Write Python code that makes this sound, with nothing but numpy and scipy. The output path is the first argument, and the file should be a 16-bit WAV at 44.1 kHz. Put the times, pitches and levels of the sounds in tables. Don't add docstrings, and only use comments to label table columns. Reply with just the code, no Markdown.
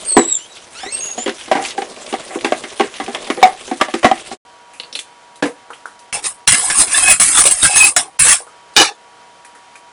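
import sys
import numpy as np
from scipy import signal
from scipy.fft import rfft, irfft, next_fast_len
from scipy.io import wavfile
from scipy.ndimage import uniform_filter1d, minimum_filter1d

SR = 44100
rng = np.random.default_rng(int(sys.argv[2]) if len(sys.argv) > 2 else 0)


def inscribe(sig):
    pcm = np.round(np.clip(np.atleast_2d(sig).T, -1, 1) * 32767)
    wavfile.write(sys.argv[1], SR, pcm.astype(np.int16))


def convert_level_to_amplitude(level_db):
    exponent = np.asarray(level_db, float) / 20
    return 10 ** exponent


N = 437472
TOP_HZ = 10830

# (time [s], peak [dB], counter thud
# [dB], rough contact [s])
BOWL_KNOCKS = [(.167, 12, 1, 0.059), (0.193, -6, 7.5, 0.0034), (.832, -10.5, -22, 0.082),
               (1.09, -17.5, -23, 0.082), (1.514, 7.5, -31.5, 0.067), (1.551, 2, -7.5, 0.27),
               (2.139, 0, -10.5, 0.018), (2.306, -10.5, -32, 0.29), (2.446, 4.5, -10, 0.086),
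               (2.522, 4, -31.5, 0.019), (2.797, 2, -9.5, 0.076), (2.807, 3.5, -16.5, 0.037),
               (3, -2.5, -8.5, 0.076), (3.079, -9.5, -2.5, 0.15), (3.148, -2, -40, 0.061),
               (3.269, -12.5, -20.5, 0.12), (3.301, 6, -18, 0.035), (3.372, -11, -1.5, 0.16),
               (3.415, -8.5, -50, 0.12), (3.428, 15.5, -48, 0.042), (3.454, -7, -10, 0.05),
               (3.801, -10.5, -30, 0.16), (3.812, 10.5, -54.5, 0.038), (3.884, -10, -22, 0.041),
               (3.939, -0.5, -6.5, 0.058), (4.03, 2.5, -14, 0.17), (4.045, 14.5, -17, 0.064),
               (4.114, 1, -10.5, 0.017)]
# (time [s], peak [dB], rim brightness [dB])
BOWL_ROCKS = [(.859, -23, 0), (1.179, -13, -11.5), (1.261, -12.5, 0), (1.278, -3, -13),
              (1.479, -15.5, -11.5), (1.779, -14.5, -3), (1.82, -13.5, -9.5), (2.126, -10.5, -14),
              (2.356, -8.5, -37.5), (2.638, -14, -0.5), (2.839, -10.5, -9.5), (3.678, -16.5, -8.5),
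              (3.713, -7, -9.5), (4.313, -13.5, -10.5)]
# (frequency [Hz], level [dB], decay t60 [s])
BOWL_MODES = [(255, -17, 0.12), (326.6, -12, 0.092), (343.6, -7.5, 0.11), (401.7, -1, 0.087),
              (496, -6, 0.091), (642, -13, 0.055), (763.6, 3, 0.041), (951, -15, 0.073),
              (1111, -5.5, 0.025), (1470, -18, 0.046), (1635, -3.5, 0.041), (2120, -8.5, 0.017),
              (2850, 9, 0.0045), (3250, -13.5, 0.028)]
# (start [s], length [s], from [Hz], to [Hz], level [dB])
SQUEAKS = [
    (0.047, 0.056, 8530, 8900, -25.5),
    (0.067, 0.13, 8350, 8110, -17.5),
    (0.161, .11, 7910, 7680, -20),
    (0.271, 0.095, 7900, 7390, -18.5),
    (0.342, 0.042, 7400, 7160, -19.5),
    (0.917, 0.089, 8190, 8520, -24.5),
    (0.997, 0.087, 6520, 6770, -27.5),
    (1.056, 0.097, 6610, 6640, -29),
    (1.173, 0.076, 6760, 7310, -25.5),
]
CREAKS = [
    (.75, .06, 1290, 1580, -37),
    (.803, .072, 1670, 1900, -36),
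    (.862, .055, 1880, 2260, -29),
    (.912, .055, 2580, 2760, -29),
    (.39, .08, 2850, 3250, -38),
    (.495, .045, 3900, 3850, -40),
    (.52, .09, 6240, 2560, -52),
]
CREAK_PARTIALS = [-2, 0, 0, -4, -6]
# (time [s], level [dB])
SLIDE = [(0, -38), (.214, -28.5), (.45, -49), (.8, -43.5), (.99, -33), (1.58, -44.5), (1.62, -36),
         (2.54, -30), (2.86, -42.5), (3.17, -30.5), (4.03, -47), (4.37, -35)]
# (frequency [Hz], width [Hz], level [dB])
DRAG_RESONANCES = [(248, 32, -1.5), (313, 110, 0.5), (370, 140, 4.5), (620, 100, 3.5), (760, 170, -3),
                   (1110, 170, -5.5)]
# (time [s], level [dB])
GRIP = [
    (0, -32.5),
    (.3, -32),
    (.47, -43.5),
    (.8, -36),
    (.99, -32),
    (1.6, -33.5),
    (1.658, -18.5),
    (1.74, -34),
    (4.2, -32.5),
    (4.37, -37),
]
# (frequency [Hz], level [dB])
GLOVE_SPECTRUM = [(530, -12), (900, -10), (3460, -6), (4570, -10.5), (8590, -10), (10700, -11.5),
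                  (13900, -49.5), (22000, -120)]
# (time [s], peak [dB], cavity [Hz])
SMACKS = [(1.008, -20.5, 2570), (1.1784, -27, 2030), (1.2374, -22, 3240), (1.2774, -8, 1690),
          (1.2944, -9.5, 1670), (1.3914, -22.5, 3280), (1.4114, -15.5, 3330), (1.5155, -10.5, 1660),
          (1.5294, -11, 1610), (1.622, -29.5, 1600), (1.6492, -8.5, 2050), (1.6841, -14, 5340),
          (1.707, -11.5, 2590), (1.777, -18.5, 2560), (1.8192, -12.5, 1840), (1.869, -30, 2120),
          (1.919, -29, 2910), (1.9634, -22, 2140), (2.0642, -16.5, 2600), (2.1263, -10.5, 3390),
          (2.2216, -26.5, 1660), (2.3027, -31, 1660), (2.388, -18.5, 3550), (2.4094, -15, 1680),
          (2.4462, -3, 2120), (2.638, -22.5, 2370), (2.7965, -8, 2080), (2.835, -18, 2120),
          (2.8714, -23, 2640), (2.94, -16, 3780), (2.9845, -21.5, 1820), (3.0626, -16.5, 2170),
          (3.1477, -5.5, 3400), (3.2266, -21.5, 2730), (3.2442, -18.5, 5050), (3.2725, -18.5, 3410),
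          (3.3687, -22, 2510), (3.5733, -24.5, 2900), (3.6102, -19, 3420), (3.676, -24.5, 2540),
          (3.8121, -4, 2340), (3.9396, -8.5, 2300), (4.177, -20, 3580), (4.1964, -18, 3540),
          (4.2705, -20, 3470), (4.3071, -22, 2850)]
# (touch [s], lift [s], edge hiss at the lift [dB], swell since the touch [dB],
# wok ring over the hiss [dB])
STROKES = [(6.133, 6.159, -19, 2, -4), (6.225, 6.267, -12.5, 22, -10.5), (6.4754, 6.534, -12.5, -8.5, -5.5),
           (6.543, 6.685, -15, -2, -12), (6.69, 6.819, -5.5, 19.5, -8.5), (6.87, 6.968, -9.5, 14, -8.5),
           (6.976, 7.048, -11, 3, -10.5), (7.057, 7.125, -2, 13, -9.5), (7.199, 7.351, -11.5, -8.5, -11),
           (7.348, 7.407, -5, 6.5, -9), (7.438, 7.524, -16.5, -2, -9), (7.544, 7.655, -5.5, 21, -12),
           (7.697, 7.859, -2.5, 14, -10), (7.964, 7.976, -5.5, -6, -4.5), (8.197, 8.33, -2.5, 2.5, -9.5),
           (8.765, 8.792, -25.5, 1, 20.5), (8.808, 8.847, -27, -3.5, 18)]
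# (time [s], peak [dB], share above 6.5 kHz [dB], how long it stays pressed [0-1])
STRIKES = [(6.1276, 6.5, -8, 0), (6.146, -7.5, -5, 0), (6.4722, -11.5, -8, 0.14), (6.2416, -0.5, -5.5, 0.4),
           (6.4759, 5.5, -21.5, 0.2), (6.5206, 15, 0.5, 0), (6.701, 6.5, -6.5, 0.2), (6.7775, 1, 5.5, 0.9),
           (6.919, 2.5, -1, 0.1), (6.981, 5, -4, 0), (7.024, -2, 1.5, 0), (7.0785, 8, -3, 0.6),
           (7.197, 1.5, -2, 0.35), (7.372, 7, -2.5, 0.5), (7.4544, 13.5, -2.5, 0.6), (7.511, 5.5, 8, 0.2),
           (7.63, 11, -5.5, 1), (7.703, 0.5, -3, 0), (7.7595, 9.5, -2, 0.95), (7.867, -2, 8.5, 0.5),
           (7.9665, -10.5, -8.5, 0.03), (8.192, 14, -5, 0.07), (8.2688, -3.5, -14, 0.09),
           (8.738, -17, -12, 0.7), (8.7608, -10.5, -21, 0.14), (8.7645, 9.5, -43.5, 0.3),
           (8.7994, 6, -40.5, 0.03)]
# (time [s], level [dB])
BITES = [
    (7.031, -23),
    (7.095, -11.5),
    (7.815, -8),
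]
# (start [s], length [s], from [Hz], to [Hz], level [dB])
CHIRPS = [
    (6.939, .02, 1604, 1850, -10.5),
    (6.939, .02, 3356, 3760, -13),
    (7.619, 0.015, 3610, 3896, -11.5),
    (7.644, 0.024, 1626, 1570, -8.5),
]
# (frequency [Hz], width [Hz], level [dB])
EDGE_RESONANCES = [(6530, 93, -10), (7360, 50, -1), (7810, 1100, -3), (8500, 110, 4.5), (8940, 240, 3.5),
                   (9735, 760, 3.5), (9680, 33, 0.5), (10424, 420, -3)]
WOK_RESONANCES = [(1265, 320, -4.5), (1680, 94, 11.5), (2138, 410, 2), (2755, 240, 7.5), (3280, 350, -0.5),
                  (3550, 220, 6.5), (4134, 100, 1.5), (4190, 47, 6), (5280, 690, -2.5), (5910, 150, 6.5)]
BOOM_RESONANCES = [(302, 31, -0.5), (465, 180, 1), (733, 30, 8), (813, 37, 10), (1136, 150, 3.5)]
SING_RESONANCES = [(2526, 14, 0), (2563, 16, -5)]
REST_RESONANCES = [(931, 60, -1), (1400, 1000, -4), (1760, 70, 5), (2400, 200, -3), (2960, 70, 3),
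                   (3540, 300, 1), (5000, 3000, -6), (8810, 50, -5), (9880, 40, -3), (10600, 72, -11)]
# (time [s], peak [dB], ring [Hz], fizz [dB], decay t60 [s])
TAPS = [(4.735, -24.5, 2620, -6.5, 0.4), (4.799, -2.5, 4220, -21.5, .069),
        (4.834, -14.5, 4450, -27.5, 0.12), (4.927, -8.5, 5440, -17.5, .11), (4.952, 0, 4200, -13, 0.11),
        (4.99, -4, 3520, -6, .074), (5.357, -25, 4000, -3.5, .1), (5.438, -3, 2180, -16, .04),
        (5.703, -8, 1380, -23.5, 0.17), (5.733, -17.5, 3250, -14, 0.18), (5.856, -9, 1460, -17.5, .14),
        (5.992, -28, 6000, -2.5, .12), (8.403, -10.5, 895, -18, 0.09), (8.467, -13.5, 1310, -21.5, .12),
        (8.522, -26.5, 1500, -20, .12), (9.448, -19, 2430, -7, .1), (9.55, -21, 1830, -12.5, 0.15),
        (9.755, -17.5, 2410, -11.5, .12)]
POT = [
    (5.424, 5, 1643, -32, 0.15),
    (5.456, -7.5, 2050, -12, 0.13),
]
# (frequency [Hz], level [dB])
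FAN_SPECTRUM = [(18, -51), (30, -25), (870, -7), (960, -16), (1060, -9), (1140, -13.5), (1290, -10),
                (10700, -25.5)]
# (frequency [Hz], level [dB])
MOTOR_LINES = [(468.3, -68.5), (667.5, -68), (759.0, -65), (958.2, -54), (1141, -62), (1437, -69.5),
               (3101, -68.5)]
# (frequency [Hz], level below their sum [dB])
PORT_DIFFERENCE = [(30, -14), (125, -34), (250, -26), (800, -25.5), (2000, -20.5), (4000, -18), (9000, -12)]
# (time [s], level [dB])
MUTE = [
    (4.345, 0),
    (4.37, -20),
    (4.385, -90),
    (4.449, -90),
    (4.451, 0),
]


def knocks():
    out, t = np.zeros(N), np.arange(7000) / SR
    mode_hz, mode_db, t60 = np.array(BOWL_MODES).T[:, :, None]
    hits = [(s, peak, thud, -12, contact) for s, peak, thud, contact in BOWL_KNOCKS]
    hits += [(s, peak, -1, rim, 0.066) for s, peak, rim in BOWL_ROCKS]
    for s, peak_db, thud_db, rim_db, contact_s in hits:
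        contact_s_min = max(contact_s, .004)
        group_db = np.where(mode_hz < 520, thud_db + 4, np.where(mode_hz > 1400, rim_db, 0))
        chance_db = 3.5 * rng.standard_normal(mode_hz.shape)
        detune = 1 + .025 * rng.standard_normal(mode_hz.shape)
        mode_level = convert_level_to_amplitude(mode_db + group_db + chance_db - 60 * t / t60)
        modes = mode_level * np.sin(2 * np.pi * mode_hz * detune * t)
        push = rng.standard_normal(len(t)) * convert_level_to_amplitude(-60 * t / contact_s_min) * (1 - np.exp(-t / 0.000099))
        push[0] = 2.1 * np.linalg.norm(push) * 0.0056 / contact_s_min
        blow = signal.fftconvolve(push / np.linalg.norm(push), modes.sum(0))[:len(t)]
        rattle = ring(rng.standard_normal(len(t)), [(1160, 450, 4.5), (2010, 350, 11.5), (3180, 8300, -11.5)])
        crack = convert_level_to_amplitude(rim_db - 2 - 60 * t / (contact_s_min + 0.085)) * evened(rattle)
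        add(out, s, convert_level_to_amplitude(peak_db - 9) * (blow + crack))
    return signal.sosfilt(signal.butter(4, 235, "high", fs=SR, output="sos"), out)


def squeaks():
    out = np.zeros(N)
    grip_s, let_go_s, slip_hz = 0.01, 0.012, 3870
    for s, length, from_hz, to_hz, db in SQUEAKS:
        t = np.arange(0, length, 1 / SR)
        hz = np.linspace(from_hz, to_hz, len(t))
        held = np.minimum(np.minimum(t / grip_s, (length - t) / let_go_s), 1)
        turn = 2 * np.pi * np.cumsum(hz + 35 * wobble(len(t), 100)) / SR
        slip = 2 * np.pi * np.cumsum(slip_hz + 60 * wobble(len(t), 120)) / SR
        below = convert_level_to_amplitude(-14.5 + 3.14 * wobble(len(t), 30))
        above = convert_level_to_amplitude(-17.5 + 3.14 * wobble(len(t), 30))
        tone = np.sin(turn) + below * np.sin(turn - slip) + above * np.sin(turn + slip)
        add(out, s, convert_level_to_amplitude(db + 2.5 + 3.84 * wobble(len(t), 84)) * tone * held)
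    return out


def creaks():
    out = np.zeros(N)
    for s, length, from_hz, to_hz, db in CREAKS:
        t = np.arange(0, length, 1 / SR)
        hz = np.geomspace(from_hz, to_hz, len(t))
        skid_hz = max(from_hz - to_hz, 0)
        turn = 2 * np.pi * np.cumsum(hz + (35 + .3 * skid_hz) * wobble(len(t), 220)) / SR
        dull_db = np.clip(-.025 * (from_hz - 1700), -6, 0)
        tones = []
        for k, partial_db in enumerate(CREAK_PARTIALS):
            level = convert_level_to_amplitude(partial_db + k * dull_db + 2.6 * wobble(len(t), 31))
            below_top = np.clip((10500 - (k + 1) * hz) / 1500, 0, 1)
            tones.append(level * np.sin((k + 1) * turn) * below_top)
        swell = convert_level_to_amplitude(db - 4.5 * (2 * t / length - 1) ** 2)
        add(out, s, swell * (convert_level_to_amplitude(.004 * skid_hz) * tones[0] + sum(tones[1:])))
    return out


def kneading():
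    drag_db = track(SLIDE)
    size = len(drag_db)
    glove_db = np.resize(track(GRIP), size)
    drag = evened(ring(grit(size, 300, 1.3, 0.36), DRAG_RESONANCES))
    drag = convert_level_to_amplitude(drag_db - 5.5 + 2.8 * wobble(size, 25)) * drag
    wet = patchy(colour(grit(size, 1000, 8.1, 1.5), GLOVE_SPECTRUM), 2.6, frames=6, bins=20)
    wet = convert_level_to_amplitude(glove_db - 3.5 + 2.6 * wobble(size, 17)) * wet
    return np.pad(drag + wet, (0, N - size))


def smacks():
    out, t = np.zeros(N), np.arange(4000) / SR
    decay = convert_level_to_amplitude(-60 * t / 0.03) + convert_level_to_amplitude(-14 - 60 * t / 0.14)
    for s, peak_db, cavity_hz in SMACKS:
        wet = evened(ring(rng.standard_normal(len(t)), [(cavity_hz, 900, 0), (2600, 2500, -4)]))
        add(out, s, convert_level_to_amplitude(peak_db - 10.5) * wet * decay)
    return out


def spatula_levels():
    level, bend_hz = np.zeros((4, N)), np.zeros(N)
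    edge, wok, boom, sing = level
    for s, lift, top_db, swell_db, wok_db in STROKES:
        t = np.arange(s - lift, .2, 1 / SR)
        loss_db = 411 * np.maximum(t, 0)
        hiss_db = top_db - swell_db * np.maximum(t / (s - lift), 0) - loss_db
        ring_db = wok_db + 0.079 * loss_db
        boom_db = 1.46 * np.minimum(ring_db, 8) - 4 - 0.31 * (hiss_db + 13.5)
        add(edge, s, convert_level_to_amplitude(hiss_db))
        add(wok, s, convert_level_to_amplitude(hiss_db + ring_db))
        add(boom, s, convert_level_to_amplitude(hiss_db + boom_db))
        add(edge, s, (t > 0) * convert_level_to_amplitude(top_db - 25.5 - 170 * t))
    t = np.arange(-.15, .15, 1 / SR)
    bite_db = np.minimum(151 * np.minimum(t, 0), -698.5 * (t - 0.036))
    for s, db in BITES:
        add(bend_hz, s + t[0], -660 * np.minimum(t, 0))
        add(sing, s + t[0], convert_level_to_amplitude(db + bite_db))
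    t = np.arange(9000) / SR
    for s, peak_db, high_db, pressed in STRIKES:
        burst = convert_level_to_amplitude(peak_db - 18.5 - 60 * np.maximum(t - 0.046 * pressed, 0) / 0.095)
        first_click = 1 + 3 * convert_level_to_amplitude(-60 * t / 0.0055)
        add(boom, s, convert_level_to_amplitude(-14 - 60 * t / 0.23) * burst)
        add(edge, s, convert_level_to_amplitude(high_db) * burst)
        add(wok, s, convert_level_to_amplitude(-10.5 - 0.39 * high_db) * burst * first_click)
    return level, bend_hz


def spatula():
    level, bend_hz = spatula_levels()
    start = 6 * SR
    size = N - start
    t = np.arange(size) / SR
    drive = grit(size, 2500, 2.1, 0.67)
    edge = evened(ring(drive, EDGE_RESONANCES)) + .5 * evened(np.diff(drive, prepend=0))
    wok = evened(ring(drive, WOK_RESONANCES)) + 0.78 * evened(signal.lfilter([1, 1], [1], drive))
    metal = np.where(t < 2.7, wok, evened(ring(drive, REST_RESONANCES)))
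    pure = np.sin(2 * np.pi * SING_RESONANCES[0][0] * t)
    sing = evened(evened(ring(drive, SING_RESONANCES)) + 0.8 * pure)
    bend = np.exp(2j * np.pi * np.cumsum(bend_hz[start:]) / SR)
    voices = [patchy(edge, 4.95, frames=5, bins=2.7),
              patchy(metal, 4.6, frames=10, bins=2.6),
              patchy(ring(drive, BOOM_RESONANCES), 7.1, frames=10, bins=2.6),
              (signal.hilbert(sing) * bend).real]
    out = np.zeros(size)
    for line, voice, chatter_db in zip(level, voices, [0.56, 1.5, 1.9, 0.97]):
        out += line[start:] * convert_level_to_amplitude(chatter_db * wobble(size, 23) - 1.98) * voice
    return np.pad(out, (start, 0))


def chirps():
    out = np.zeros(N)
    for s, length, from_hz, to_hz, db in CHIRPS:
        hz = np.linspace(from_hz, to_hz, round(length * SR))
        add(out, s, convert_level_to_amplitude(db) * np.hanning(len(hz)) * np.sin(2 * np.pi * np.cumsum(hz) / SR))
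    return out


def taps():
    out, t = np.zeros(N), np.arange(13000) / SR
    for thud_db, s, peak_db, hz, fizz_db, t60 in [(-18, *r) for r in TAPS] + [(2, *r) for r in POT]:
        a, b = rng.standard_normal((2, len(t)))
        body = evened(ring(a, [(hz, 250, 0), (0.66 * hz, 650, -6)])) * convert_level_to_amplitude(-60 * t / t60)
        body = body * (0.34 + 1.2 * convert_level_to_amplitude(-60 * t / 0.0084))
        thud = evened(ring(a, [(285, 24, 2), (490, 27, 5.5), (680, 540, -10.5)])) * convert_level_to_amplitude(thud_db - 60 * t / t60)
        fizz = np.diff(b, prepend=0) * convert_level_to_amplitude(fizz_db + 1 - 60 * t / (1.7 * t60))
        add(out, s, convert_level_to_amplitude(peak_db - 11.5) * (body + thud + fizz) * (1 - np.exp(-t / 0.00022)))
    return out


def fan():
    t = np.arange(N) / SR
    wash = convert_level_to_amplitude(-46.5 + .6 * wobble(N, 6.6)) * colour(rng.standard_normal(N), FAN_SPECTRUM)
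    lines = np.zeros(N)
    for hz, db in MOTOR_LINES:
        turn = 2 * np.pi * np.cumsum(hz + 1.5 * wobble(N, 7.9)) / SR
        lines += convert_level_to_amplitude(db + 8.5 + 1.9 * wobble(N, 14)) * np.sin(turn)
    return wash + lines * np.where(t < 4.4, convert_level_to_amplitude(-8), 1)


def kitchen(x, t60=0.19, wet_db=-12):
    t = np.arange(200, 12000)
    sparse = rng.random((2, len(t))) < .06
    tail = rng.choice([-1., 1.], (2, len(t))) * sparse * convert_level_to_amplitude(-60 * t / SR / t60)
    tail = np.pad(tail[0] + 0.083 * tail[1] * np.array([[1], [-1]]), ((0, 0), (200, 0)))
    return x + convert_level_to_amplitude(wet_db) * signal.fftconvolve(x[None], tail / np.linalg.norm(tail[0]), axes=1)[:, :N]


def evened(x):
    return x / np.sqrt(np.mean(x ** 2) + 1e-20)


def add(mix, s, sound):
    part = mix[round(s * SR):][:len(sound)]
    part += sound[:len(part)]


def track(rows):
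    s, db = np.transpose(rows)
    return np.interp(np.arange(s[0], s[-1], 1 / SR), s, db)


def ring(x, modes):
    out = np.zeros(len(x))
    for k, (hz, width, db) in enumerate(modes):
        r = np.exp(-np.pi * max(width, 5) / SR)
        poles = [1, -2 * r * np.cos(2 * np.pi * hz / SR), r * r]
        out += (-1) ** k * convert_level_to_amplitude(db) * signal.lfilter([1 - r, 0, r - 1], poles, x)
    return out


def colour(x, points):
    f, db = np.transpose(points)
    size = next_fast_len(len(x))
    hz = np.fft.rfftfreq(size, 1 / SR)
    gain = convert_level_to_amplitude(np.interp(np.log(hz + 1), np.log(f + 1), db))
    return evened(irfft(rfft(x, size) * gain, size)[:len(x)])


def wobble(size, hz):
    slow = signal.butter(2, hz, fs=SR, output="sos")
    return evened(signal.sosfilt(slow, rng.standard_normal(size + 4000))[4000:])


def grit(size, per_s, spread_db, smooth):
    clicks = convert_level_to_amplitude(spread_db * np.minimum(rng.exponential(1, size), 2.5)) * (rng.random(size) < per_s / SR)
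    return evened(clicks * rng.choice([-1., 1.], size)) + smooth * rng.standard_normal(size)


def patchy(x, patch_db, frames, bins):
    hz, t, z = signal.stft(x, SR, nperseg=512)
    field = uniform_filter1d(rng.standard_normal(z.shape), int(bins), 0)
    field = uniform_filter1d(field, int(frames), 1)
    return evened(signal.istft(z * convert_level_to_amplitude(patch_db * evened(field)), SR, nperseg=512)[1][:len(x)])


def port_spread(room):
    hz, t, z = signal.stft(room.mean(0), SR, nperseg=256)
    f, side_db = np.transpose(PORT_DIFFERENCE)
    apart = convert_level_to_amplitude(np.interp(hz, f, side_db))[:, None] * rng.standard_normal(z.shape)
    side = signal.istft(1j * z * apart, SR, nperseg=256)[1][:N]
    return room + side * np.array([[1], [-1]])


def gain_control(sources):
    power_db = 10 * np.log10(abs(uniform_filter1d(sources[0] ** 2, 600)) + 1e-12)
    fall_db = np.arange(N) * 140 / SR
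    over_db = np.maximum(np.maximum.accumulate(power_db + fall_db) - fall_db + 30, 0)
    return .6 * uniform_filter1d(np.maximum(over_db, np.roll(over_db, -500)), size=150)


def hollowed(x, gap_db=19, luck_db=5.5, drop_db=-18):
    def blur(v):
        return uniform_filter1d(uniform_filter1d(v, size=3, axis=0), size=4, axis=1)

    hz, t, z = signal.stft(x, SR, nperseg=1024)
    band_db = 10 * np.log10(abs(blur(abs(z).mean(0) ** 2)) + 1e-14)
    treble_db = band_db[(hz > 7000) & (hz < TOP_HZ)].mean(0)
    luck = luck_db * evened(blur(rng.standard_normal(band_db.shape)))
    under_db = treble_db - band_db + luck - gap_db
    whole_db = band_db[hz < TOP_HZ].mean(0)
    jump_db = whole_db - minimum_filter1d(whole_db, size=6, origin=2)
    after_blow_db = np.roll(np.clip(jump_db - 8, 0, 30), 1)
    under_db = under_db + np.where(hz < 900, .8, .35)[:, None] * after_blow_db
    holes = convert_level_to_amplitude(drop_db * np.clip(under_db, 0, 1) * (hz > 200)[:, None])
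    return signal.istft(z * holes, SR, nperseg=1024)[1][:, :N]


def scene():
    echoing = knocks() + squeaks() + creaks() + smacks() + chirps() + taps()
    sources = port_spread(kitchen(echoing) + kneading() + spatula())
    air = fan()
    air = air + .06 * np.roll(air, 9000) * np.array([[1], [-1]])
    return (sources + air / convert_level_to_amplitude(gain_control(sources))) * convert_level_to_amplitude([[-.2], [.2]])


def top_cut(x):
    return signal.sosfilt(signal.butter(12, 10830, fs=SR, output="sos"), x)


def record(dry):
    cut = hollowed(dry) * convert_level_to_amplitude(np.interp(np.arange(N) / SR, *np.transpose(MUTE)))
    lowpass = signal.firwin(511, TOP_HZ, window=("kaiser", 10), fs=SR)
    narrow = signal.oaconvolve(cut, lowpass[None], "same")
    return top_cut(np.clip(narrow, -1, 1))


dry = scene()
out = record(dry)
inscribe(out)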